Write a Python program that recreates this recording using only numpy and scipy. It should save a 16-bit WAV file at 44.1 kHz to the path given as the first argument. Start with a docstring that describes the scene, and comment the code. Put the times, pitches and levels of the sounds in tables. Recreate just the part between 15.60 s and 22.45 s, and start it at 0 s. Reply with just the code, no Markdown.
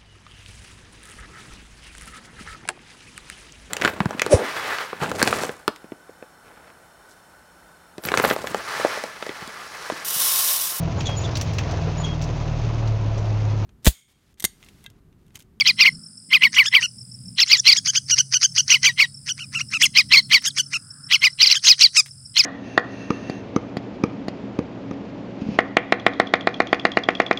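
"""Fledglings begging in a garden

Two fledglings beg close by on a wire cage: one loud and full, one thinner and higher.
Each chirp starts as filtered-noise rasp, locks into a harmonic tone that arches over two crests, and sinks away.
Swept sines make closing squeaks and noise bursts make taps; a sparse echo follows them.
Insects pulse and drone as sine strokes and throbbing noise; a far engine, gathering speed, hums as sine orders
over rumble. Low swells, a far call and still air, all coloured noise, lie behind."""
import sys
import numpy as np
from scipy import signal
from scipy.fft import rfft, irfft, next_fast_len
from scipy.io import wavfile
from scipy.ndimage import uniform_filter1d, minimum_filter1d, map_coordinates

SR = 44100
rng = np.random.default_rng(int(sys.argv[2]) if len(sys.argv) > 2 else 0)


def wrap_up_sound(samples):
    """Save the sound to the file named by the first command line argument, as 16-bit audio."""
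    columns = np.atleast_2d(samples).T
    # keep every value between -1 and 1, then stretch to whole-number steps
    tamed = np.clip(columns, -1, 1)
    steps = np.round(tamed * 32767).astype(np.int16)
    wavfile.write(sys.argv[1], SR, steps)


N = 302085  # samples

# Chirps of each bird: first_crest_s, first_crest_hz, second_crest_hz, first_crest_to_end_ms,
# level_db (2nd and 4th harmonics together, before the throat), brightness_db (4th over 2nd harmonic)
LOUD_CHIRPS = [(0.003, 1724, 1140, 26, -13.5, -4.5), (0.081, 1660, 1247, 35, -8.5, 1),
               (0.216, 1470, 1232, 30, -8, -3.5), (0.266, 1490, 1084, 29, -8.5, -14),
               (0.742, 1661, 1273, 39, -7, -14), (0.841, 1486, 1112, 42, -7, -16.5),
               (0.99, 1515, 1168, 47, -5.5, -20), (1.154, 1617, 1168, 50.4, -6.5, -17.5),
               (1.811, 1788, 1394, 33, -9, 6.5), (1.925, 1532, 1212, 43, -7, 4),
               (2.083, 1393, 1130, 30, -5.5, 5.5), (2.125, 1285, 960, 16, -10.5, 3.5),
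               (3.132, 1526, 1484, 44, -9.5, -10.5), (3.265, 1599, 1173, 51.5, -9, -11),
               (3.409, 1458, 1137, 50.6, -8.5, -8.5), (4.233, 1736, 1635, 40, -11, -10.5),
               (4.381, 1537, 1301, 40, -8, -1), (4.541, 1407, 1201, 47, -6.5, -3.5),
               (4.573, 1031, 1123, 34, -9, 1.5), (4.739, 1587, 1142, 49, -6, -3),
               (5.534, 1750, 1530, 36, -9, -6.5), (5.648, 1509, 1207, 38, -8.5, -8.5),
               (5.825, 1522, 1220, 37, -8.5, 7), (5.867, 1390, 1007, 24, -11, 13),
               (5.919, 1449, 1007, 18, -9, 10), (6.094, 1504, 1282, 47.3, -5.5, 14),
               (6.234, 1438, 1159, 44, -8.5, 13.5), (6.788, 1779, 1300, 36, -9.5, 6.5)]
THIN_CHIRPS = [(0.954, 1920, 1504, 29, -23.5, -8), (1.066, 1800, 1780, 25.6, -18.5, -11.5),
               (1.234, 1542, 1493, 31, -19.5, -11), (1.886, 1906, 1795, 37, -27, 2),
               (1.978, 1950, 1880, 28, -24, 1.5), (2.174, 1900, 1680.0, 19.7, -18.5, 0.5),
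               (2.281, 1730, 1613, 30, -18.5, 3.5), (2.365, 1693, 1620, 24.7, -16.5, 2.5),
               (2.516, 1569.0, 1490, 35.8, -17.0, 2.5), (2.593, 1584, 1525, 23.7, -15, 2),
               (2.749, 1636, 1532, 29, -16.5, 1.5), (2.841, 1727, 1581.0, 23.6, -14.5, 3.5),
               (2.986, 1650, 1530, 27, -15, 3.5), (3.109, 1609, 1480, 28, -15, 1),
               (3.253, 1663, 1555, 22, -15, -0.5), (3.696, 1735, 1496, 23.8, -22.5, -8),
               (3.802, 1574, 1487, 53, -32, -14.5), (3.956, 1440.0, 1384, 42, -24, -20),
               (4.014, 1370, 1444, 8.5, -19.5, -15), (4.144, 1404, 1344.0, 36, -20, -16),
               (4.867, 1860, 1700, 26.3, -18.0, -5.5), (4.99, 1740, 1557, 25.4, -17.5, -5.5),
               (5.146, 1455.0, 1350, 30, -21.5, -10), (5.959, 1819, 1674.0, 26, -18, -10),
               (6.059, 1690, 1668, 38, -16.5, 1.5), (6.215, 1530, 1430, 25, -18.0, -2),
               (6.375, 1370.0, 1270, 38.4, -12.5, 2.5), (6.862, 1500.0, 1415, 30.0, -16.5, -4)]
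# Colour of each bird's rasp, before brightness tilts it: freq_hz, relative_level_db
LOUD_RASP_COLOUR = [(300, -52), (700, -28), (1100, -9), (1700, -5.5), (2100, -2), (3200, 14), (4500, -20.5),
                    (5500, 2.5), (7000, -16.5), (9000, -45.5), (15000, -36.5)]
THIN_RASP_COLOUR = [(300, -54), (800, -41), (1300, -11), (2000, -4.5), (3400, -18), (4500, 3.5),
                    (5500, 5.5), (6400, 3), (7500, -41.5), (9500, -20), (15000, -46)]
# Resonance of each bird's throat: freq_hz, gain_db
LOUD_THROAT_GAIN = [(1800, -4.5), (2500, -2.5), (3500, -3), (4600, 1), (5200, 0), (6200, -8.5), (8000, -20),
                    (15000, -29)]
THIN_THROAT_GAIN = [(3000, -1), (4000, -11), (5400, 5.5), (6300, 2), (8000, -9), (15000, -30.5)]
# Treble of each bird, harmonics 5 and up, against its chirp: time_s, relative_level_db
LOUD_TREBLE_LEVEL = [(.2, -21), (1.1, -32.5), (1.9, -22.5), (2.1, -12), (3.4, -16), (4.23, 1), (4.38, -14),
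                     (6.8, -16.5)]
THIN_TREBLE_LEVEL = [(1, -16.5), (3, -17), (3.7, -15), (4.1, -17.5), (4.87, -4), (5.2, -15.5), (5.9, -17.5),
                     (6.3, -6.5)]
# Balance of harmonics 5 to 10 within the treble: relative_level_db
TREBLE_STEPS = [-2.5, 2.5, -5, 4, -14.5, -9]
# Colour of the wide fizz: freq_hz, relative_level_db
FIZZ_COLOUR = [(200, -12), (600, -0.5), (2000, 6), (9000, -2.5), (12500, 3.5), (15500, 1.5)]
# Thin falling squeaks: start_s, length_s, start_hz, end_hz, peak_db
SQUEAK_EVENTS = [(1.995, 0.013, 6800, 5110, -11), (3.714, 0.014, 6000, 5530, -18.5),
                 (4.896, 0.022, 5800, 2800, -30), (5.988, 0.014, 6330, 2750, -33)]
# Light taps of claws and bills: start_s, nominal_peak_db
TAP_EVENTS = [(4.697, -23.5), (4.82, -21.5), (5.609, -26), (6.459, -21), (6.479, -31)]
# Colour of a tap: freq_hz, relative_level_db
TAP_COLOUR = [(300, -20), (2000, 6.5), (6000, 0.5), (15000, -11)]
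# Colour of the high insect chorus: freq_hz, relative_level_db
CHORUS_COLOUR = [(6200, -41), (6900, -16.5), (7400, -4), (7750, -8.5), (8020, -8), (8300, -6), (9000, 2.5),
                 (9600, 1), (10300, -10), (11200, -28), (14000, -44.5)]
# Colours of the lower insect haze and the thin whine: freq_hz, relative_level_db
HAZE_COLOUR = [(3800, -66.5), (4600, -12), (5000, 5.0), (5450, 3), (5900, -23.5), (6800, -69.5)]
WHINE_COLOUR = [(7300, -60), (7900, -14), (8020, 0), (8150, -14), (8800, -60)]
# Colour of still air: freq_hz, relative_level_db
AIR_COLOUR = [(25, -8), (100, -11), (350, -2), (600, -0.5), (1000, -9.5), (3000, -12), (6300, -9.5),
              (12000, -19), (15500, -17)]
# Loudness of the far call: time_s, rms_level_db
FAR_CALL_LEVEL = [(.3, -68), (.47, -68.5), (.7, -82), (4.8, -74.5), (5.36, -58.5), (5.5, -56), (5.9, -74)]
# Colour of the far call: freq_hz, relative_level_db
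FAR_CALL_COLOUR = [(700, -35), (1150, -11.5), (1380, -0.5), (1700, -9.0), (2400, -51.0)]
# Low far-off swells: centre_s, length_s, pitch_hz, level_db (noise rms under the window's peak)
SWELL_EVENTS = [(.35, 0.17, 169.3, -39), (1.7, 0.23, 165, -43.5), (2.527, 0.086, 70, -43)]
# Decay of the garden echo: freq_hz, t60_s
GARDEN_DECAY = [(300, 0.37), (2500, 0.09), (6000, 0.36), (14000, 0.078)]
# Engine speed before its unsteadiness: time_s, turns_per_s
ENGINE_SPEED_CURVE = [(0, 54), (.8, 53), (1.1, 58), (1.6, 61.5), (2.4, 66), (3.3, 69), (4.3, 69.8),
                      (6.85, 68)]
# Reference level of the engine hum below 160 Hz, then of the hum above it: time_s, reference_level_db
LOW_HUM_LEVEL = [(0, -47.5), (.35, -57.5), (.55, -64), (1, -50.5), (1.6, -43.5), (1.9, -50), (2.5, -44.5),
                 (4.2, -43), (5.4, -47), (6.2, -52), (6.8, -47.5)]
UPPER_HUM_LEVEL = [(0, -49.5), (.35, -46.5), (.6, -55.5), (.85, -40), (1.1, -60), (1.7, -48.5),
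                   (1.9, -60.5), (2.25, -52.5), (2.9, -66.5), (3.2, -53), (3.45, -59), (4.2, -48),
                   (4.9, -51.5), (6.1, -67), (6.85, -61.5)]
# Colours of the two rumble bands: freq_hz, relative_level_db
LOW_RUMBLE_COLOUR = [(20, -24), (55, -19.5), (110, 0), (170, -5), (300, -33), (900, -46.5)]
UPPER_RUMBLE_COLOUR = [(120, -25), (210, 0.5), (270, -8), (350, -20.5), (900, -45.5)]

# Voices: time between crests, share of the second crest held through the dip, 1st and 3rd harmonics,
# rasp, fizz, extra pitch flutter (fraction) before locking, rise of the tone in the lead-in
LOUD_VOICE = dict(gap_ms=15.5, dip_share=0.15, first_db=-25, third_db=-14, rasp_db=-11.5, fizz_db=-20,
                  chaos=.035, rise_db=14,
                  throat=LOUD_THROAT_GAIN, rasp=LOUD_RASP_COLOUR, treble=LOUD_TREBLE_LEVEL)
THIN_VOICE = dict(gap_ms=23, dip_share=0.79, first_db=-18.5, third_db=-3.5, rasp_db=-5, fizz_db=-19.5,
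                  chaos=.07, rise_db=31,
                  throat=THIN_THROAT_GAIN, rasp=THIN_RASP_COLOUR, treble=THIN_TREBLE_LEVEL)

# pitch in the lead-in and under the crests; first rate and greatest depth of the closing fall
START_HZ, REST_HZ, SAG_HZ_PER_MS, SAG_DEPTH_HZ = 1022.7, 1115.5, 9, 230
CREST_MS, LOCK_MS = 5.5, 14  # half width of a crest; time before it in which flutter locks into a tone
JITTER, WAVER = .009, .018  # lasting fast and slower pitch unsteadiness, fractions
SHIMMER_DB, GRAIN_DB = 2.88, 5  # unsteadiness of each harmonic and of the rasp
LEAD_MS, FADE_MS, EDGE_DB_PER_MS = 24.77, 7.6, 1.5  # longest lead-in, closing fade, edges outside them
SHORTEST_LEAD_MS, OVERLAP_MS = 4.7, 4.7  # a chirp right after another cuts its lead-in short
TONE_FADE_DB, TONE_DROOP_DB_PER_MS = 22, 0.5  # loss over the fade, and after the second crest
RASP_RISE_DB, RASP_DROP_DB, RASP_PEAK_MS = 2.5, 17, 5  # swells until just before the crest, then gives way
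RASP_TILT, RASP_GROWTH = 0.61, 0.32  # rasp colour and strength against brightness, dB per dB
FIZZ_GROWTH, FIZZ_TREBLE = 1.48, 0.097  # fizz against tone level and treble level, dB per dB
CRICKET_GROUP_S, CRICKET_STROKE_S, TRILL_STROKE_S = .135, .027, .023  # spacings
AIR_DB, ECHO_DB = -70.5, -29.5
TOP_HZ = 15850  # band limit


def amp(db):
    """Decibel law: 20 dB is a tenfold amplitude."""
    return 10 ** (np.asarray(db) / 20)


def unit(x):
    """Power normalisation: x at rms 1."""
    return x / np.sqrt(np.mean(x ** 2) + 1e-20)


def along(points, hz):
    """Logarithmic frequency scale: (Hz, value) points interpolated on a log axis."""
    f, v = np.transpose(points)
    return np.interp(np.log(hz + 1), np.log(f + 1), v)


def curves(rows):
    """Linear interpolation in time: one value per sample for each column after the time."""
    s, *cols = np.transpose(rows)
    return [np.interp(np.arange(N) / SR, s, c) for c in cols]


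def ramp(x, start, end):
    """Linear transition: 0 before start, 1 after end, straight between."""
    return np.clip((x - start) / (end - start), 0, 1)


def wobble(rate, size=N):
    """Band-limited random modulation: a smooth curve through rate random knots a second."""
    knots = rng.standard_normal(int(size * rate / SR) + 4)
    return map_coordinates(knots, [np.arange(size) * rate / SR])


def noise(spectrum, size=N):
    """Spectral shaping: white noise weighted by a (Hz, dB) colour, at rms 1."""
    m = next_fast_len(size + 2048)
    white = rfft(rng.standard_normal(m))
    gain = amp(along(spectrum, np.fft.rfftfreq(m, 1 / SR)))
    return unit(irfft(white * gain, m)[:size])


def turns(hz):
    """Phase accumulation: the integral of frequency, in radians."""
    return 2 * np.pi * np.cumsum(hz) / SR


def add(track, s, sound):
    """Superposition: mix a sound into the track from time s."""
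    start = round(s * SR)
    a, b = max(start, 0), min(start + len(sound), N)
    if b > a:
        track[a:b] += sound[a - start:b - start]


def distance():
    """Coloured-noise radiation: windowed low swells, a faint far call, and still air."""
    swells = np.zeros(N)
    for s, length, hz, db in SWELL_EVENTS:
        size = int(length * SR)
        colour = [(hz / 2, -24), (hz, 0), (2 * hz, -32), (10 * hz, -80)]
        add(swells, s - length / 2, amp(db) * np.hanning(size) * noise(colour, size))
    call = amp(curves(FAR_CALL_LEVEL)[0]) * noise(FAR_CALL_COLOUR)
    return swells + call + amp(AIR_DB) * noise(AIR_COLOUR)


def engine():
    """Rotational orders: sines at 2, 3 and 4 times the engine's speed over two bands of rumble."""
    (low_db,), (upper_db,) = curves(LOW_HUM_LEVEL), curves(UPPER_HUM_LEVEL)
    unsteady = 1 + .006 * wobble(5) + .012 * wobble(27)
    phase = turns(curves(ENGINE_SPEED_CURVE)[0] * unsteady)
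    orders_db = [low_db - 1.5, upper_db - 1.5, upper_db - 7.5]
    hum = sum(amp(db + 2.5 * wobble(9)) * np.sin(k * phase) for k, db in enumerate(orders_db, 2))
    low = amp(low_db - 4 + 1.8 * wobble(10)) * noise(LOW_RUMBLE_COLOUR)
    upper = amp(upper_db - 5 + 1.5 * wobble(20)) * noise(UPPER_RUMBLE_COLOUR)
    return hum + low + upper


def cricket(times, hz, db, length, rise):
    """Stridulation: each wing stroke is a short rising whistle."""
    track, size = np.zeros(N), int(length * SR)
    sweep = 1 + rise * np.linspace(-1, 1, size)
    for s, loud in zip(times, rng.standard_normal(len(times))):
        phase = turns(hz * sweep * (1 + .008 * wobble(660, size)))
        add(track, s, amp(db + 1.5 * loud) * np.hanning(size) * np.sin(phase))
    return track


def insects():
    """Amplitude modulation: a cricket mostly in paired strokes, a trill, haze, throbbing chorus and whine."""
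    groups = np.arange(.02, N / SR, CRICKET_GROUP_S)
    draws = rng.uniform([0, 1.6], [.015, 3.2], (len(groups), 2))  # lateness in s, number of strokes
    strokes = [s + late + CRICKET_STROKE_S * k
               for s, (late, many) in zip(groups, draws) for k in range(int(many))]
    near = cricket(strokes, 5350, db=-35, length=.022, rise=.03)
    far = cricket(np.arange(0, N / SR, TRILL_STROKE_S), 5130, db=-42, length=.0085, rise=.045)
    haze = amp(-55.5) * noise(HAZE_COLOUR)
    throb = np.sin(turns(84 * (1 + 0.047 * wobble(9))))
    chorus = amp(-51 + 0.79 * throb) * noise(CHORUS_COLOUR)
    whine = amp(-58 + 4 * throb) * noise(WHINE_COLOUR)
    return near + far + haze + chorus + whine


def garden(x):
    """Diffuse scattering: leaves and trunks return a short echo whose decay depends on frequency."""
    hz, t, z = signal.stft(rng.standard_normal(SR // 2), SR, nperseg=256)
    decay = amp(-60 * t / along(GARDEN_DECAY, hz)[:, None])
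    tail = signal.istft(z * decay, SR, nperseg=256)[1]
    delayed = np.pad(x, (300, 0))  # samples
    return signal.fftconvolve(delayed, tail / np.linalg.norm(tail))[:N]


def taps():
    """Impact excitation: short dry ticks on the cage, a quick rise and exponential decay of noise."""
    track, t = np.zeros(N), np.arange(SR // 20) / SR
    for s, db in TAP_EVENTS:
        decay = amp(db - 12 - 60 * t / .04)  # 12 dB allows for the noise's peaks above its rms
        add(track, s, decay * (1 - np.exp(-t / .0015)) * noise(TAP_COLOUR, len(t)))
    return track


def squeaks():
    """Frequency glide: a windowed sine falls in equal ratios."""
    track = np.zeros(N)
    for s, length, start_hz, end_hz, db in SQUEAK_EVENTS:
        size = int(length * SR)
        phase = turns(np.geomspace(start_hz, end_hz, size))
        add(track, s, amp(db) * np.hanning(size) * np.sin(phase))
    return track


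def arch(ms, gap, crest_hz, second_hz, dip_share):
    """Frequency modulation: two rounded crests on a base that rises, holds and sags."""
    dip_hz = REST_HZ + dip_share * (second_hz - REST_HZ)
    sag = SAG_DEPTH_HZ * np.tanh(SAG_HZ_PER_MS * np.maximum(ms - gap, 0) / SAG_DEPTH_HZ)
    base = START_HZ + (dip_hz - START_HZ) * ramp(ms, -LOCK_MS, 0) - sag
    crests = [(0, crest_hz), (gap, second_hz)]
    return base + sum((hz - dip_hz) * np.exp(-((ms - at) / CREST_MS) ** 2) for at, hz in crests)


def stack(pitch, levels_db, throat):
    """Source and filter: shimmering harmonics of the pitch, heard through the throat."""
    phase = turns(pitch)
    total = 0
    for k, db in enumerate(levels_db, 1):
        level_db = db + along(throat, k * pitch) + SHIMMER_DB * wobble(230, len(pitch))
        total = total + amp(level_db) * np.sin(k * phase)
    return np.sqrt(2) * total


def chirp(row, lead, voice):
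    """Syrinx oscillation: chaotic flutter locks into a stack with strong even harmonics; gives start and sound."""
    s, crest_hz, second_hz, length, db, bright_db = row
    ms = np.arange(-50, 70, 1000 / SR)  # from the first crest
    size, gap = len(ms), min(voice["gap_ms"], .8 * length)
    treble_db = np.interp(s, *np.transpose(voice["treble"]))
    edges_db = -EDGE_DB_PER_MS * (np.maximum(-lead - ms, 0) + np.maximum(ms - length, 0))
    # the tone swells, locks, droops and fades
    flutter = JITTER + voice["chaos"] * (1 - ramp(ms, -LOCK_MS, 0))
    unsteady = 1 + flutter * wobble(1100, size) + WAVER * wobble(200, size)
    pitch = arch(ms, gap, crest_hz, second_hz, voice["dip_share"]) * unsteady
    rise_db = -voice["rise_db"] * (1 - ramp(ms, -lead, 0)) ** 2
    droop_db = -TONE_DROOP_DB_PER_MS * np.maximum(ms - gap, 0)
    fade_db = -TONE_FADE_DB * ramp(ms, length - FADE_MS, length) ** 2
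    voiced = amp(edges_db + rise_db + droop_db + fade_db)
    # brightness shares the chirp's power between harmonics 2 and 4
    second_db = db - 10 * np.log10(1 + amp(bright_db) ** 2)
    third_db = second_db + bright_db / 2 + voice["third_db"]
    lower = [second_db + voice["first_db"], second_db, third_db, second_db + bright_db]
    upper = [db + treble_db + step for step in TREBLE_STEPS]
    tone = voiced * stack(pitch, lower + upper, voice["throat"])
    # the rasp leads in and gives way to the tone
    swell_db = RASP_RISE_DB * (ramp(ms, -lead, -RASP_PEAK_MS) - 1)
    yield_db = -RASP_DROP_DB * ramp(ms, -RASP_PEAK_MS, RASP_PEAK_MS)
    colour = [(hz, level + RASP_TILT * bright_db * ramp(hz, 3000, 4500)) for hz, level in voice["rasp"]]
    rasp_db = db + voice["rasp_db"] + RASP_GROWTH * bright_db + swell_db + yield_db + edges_db
    rasp = amp(rasp_db) * noise(colour, size) * unit(amp(GRAIN_DB * wobble(500, size)))
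    # a faint wide fizz grows faster than the tone, so it rides on the loudest moments
    fizz_level = amp(voice["fizz_db"] + FIZZ_TREBLE * treble_db) * (amp(db) * voiced) ** FIZZ_GROWTH
    fizz = fizz_level * noise(FIZZ_COLOUR, size)
    return s + ms[0] / 1000, tone + rasp + fizz


def fledglings():
    """Superposed voices: both birds' chirps, often overlapping, and a few closing squeaks."""
    track = np.zeros(N)
    for rows, voice in [(LOUD_CHIRPS, LOUD_VOICE), (THIN_CHIRPS, THIN_VOICE)]:
        last_end = -1
        for row in rows:
            s, length = row[0], row[3]
            lead = np.clip(1000 * (s - last_end) + OVERLAP_MS, SHORTEST_LEAD_MS, LEAD_MS)
            add(track, *chirp(row, lead, voice))
            last_end = s + length / 1000
    return track + squeaks()


def scene():
    """Direct and scattered sound: close birds and their echo in front of the garden's background."""
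    near = fledglings() + taps()
    echo = amp(ECHO_DB) * garden(near)
    return (near + echo + insects() + engine() + distance())[None]


def record(dry):
    """Peak limiting and band limiting: a fast gain holds peaks at full scale, then the top band is removed."""
    needed = 1 / np.maximum(np.abs(dry), 1)
    gain = uniform_filter1d(minimum_filter1d(needed, size=65), size=65)
    m = next_fast_len(N + 4096)
    kept = np.fft.rfftfreq(m, 1 / SR) < TOP_HZ
    return irfft(rfft(dry * gain, m) * kept, m)[:, :N]


dry = scene()
out = record(dry)
wrap_up_sound(out)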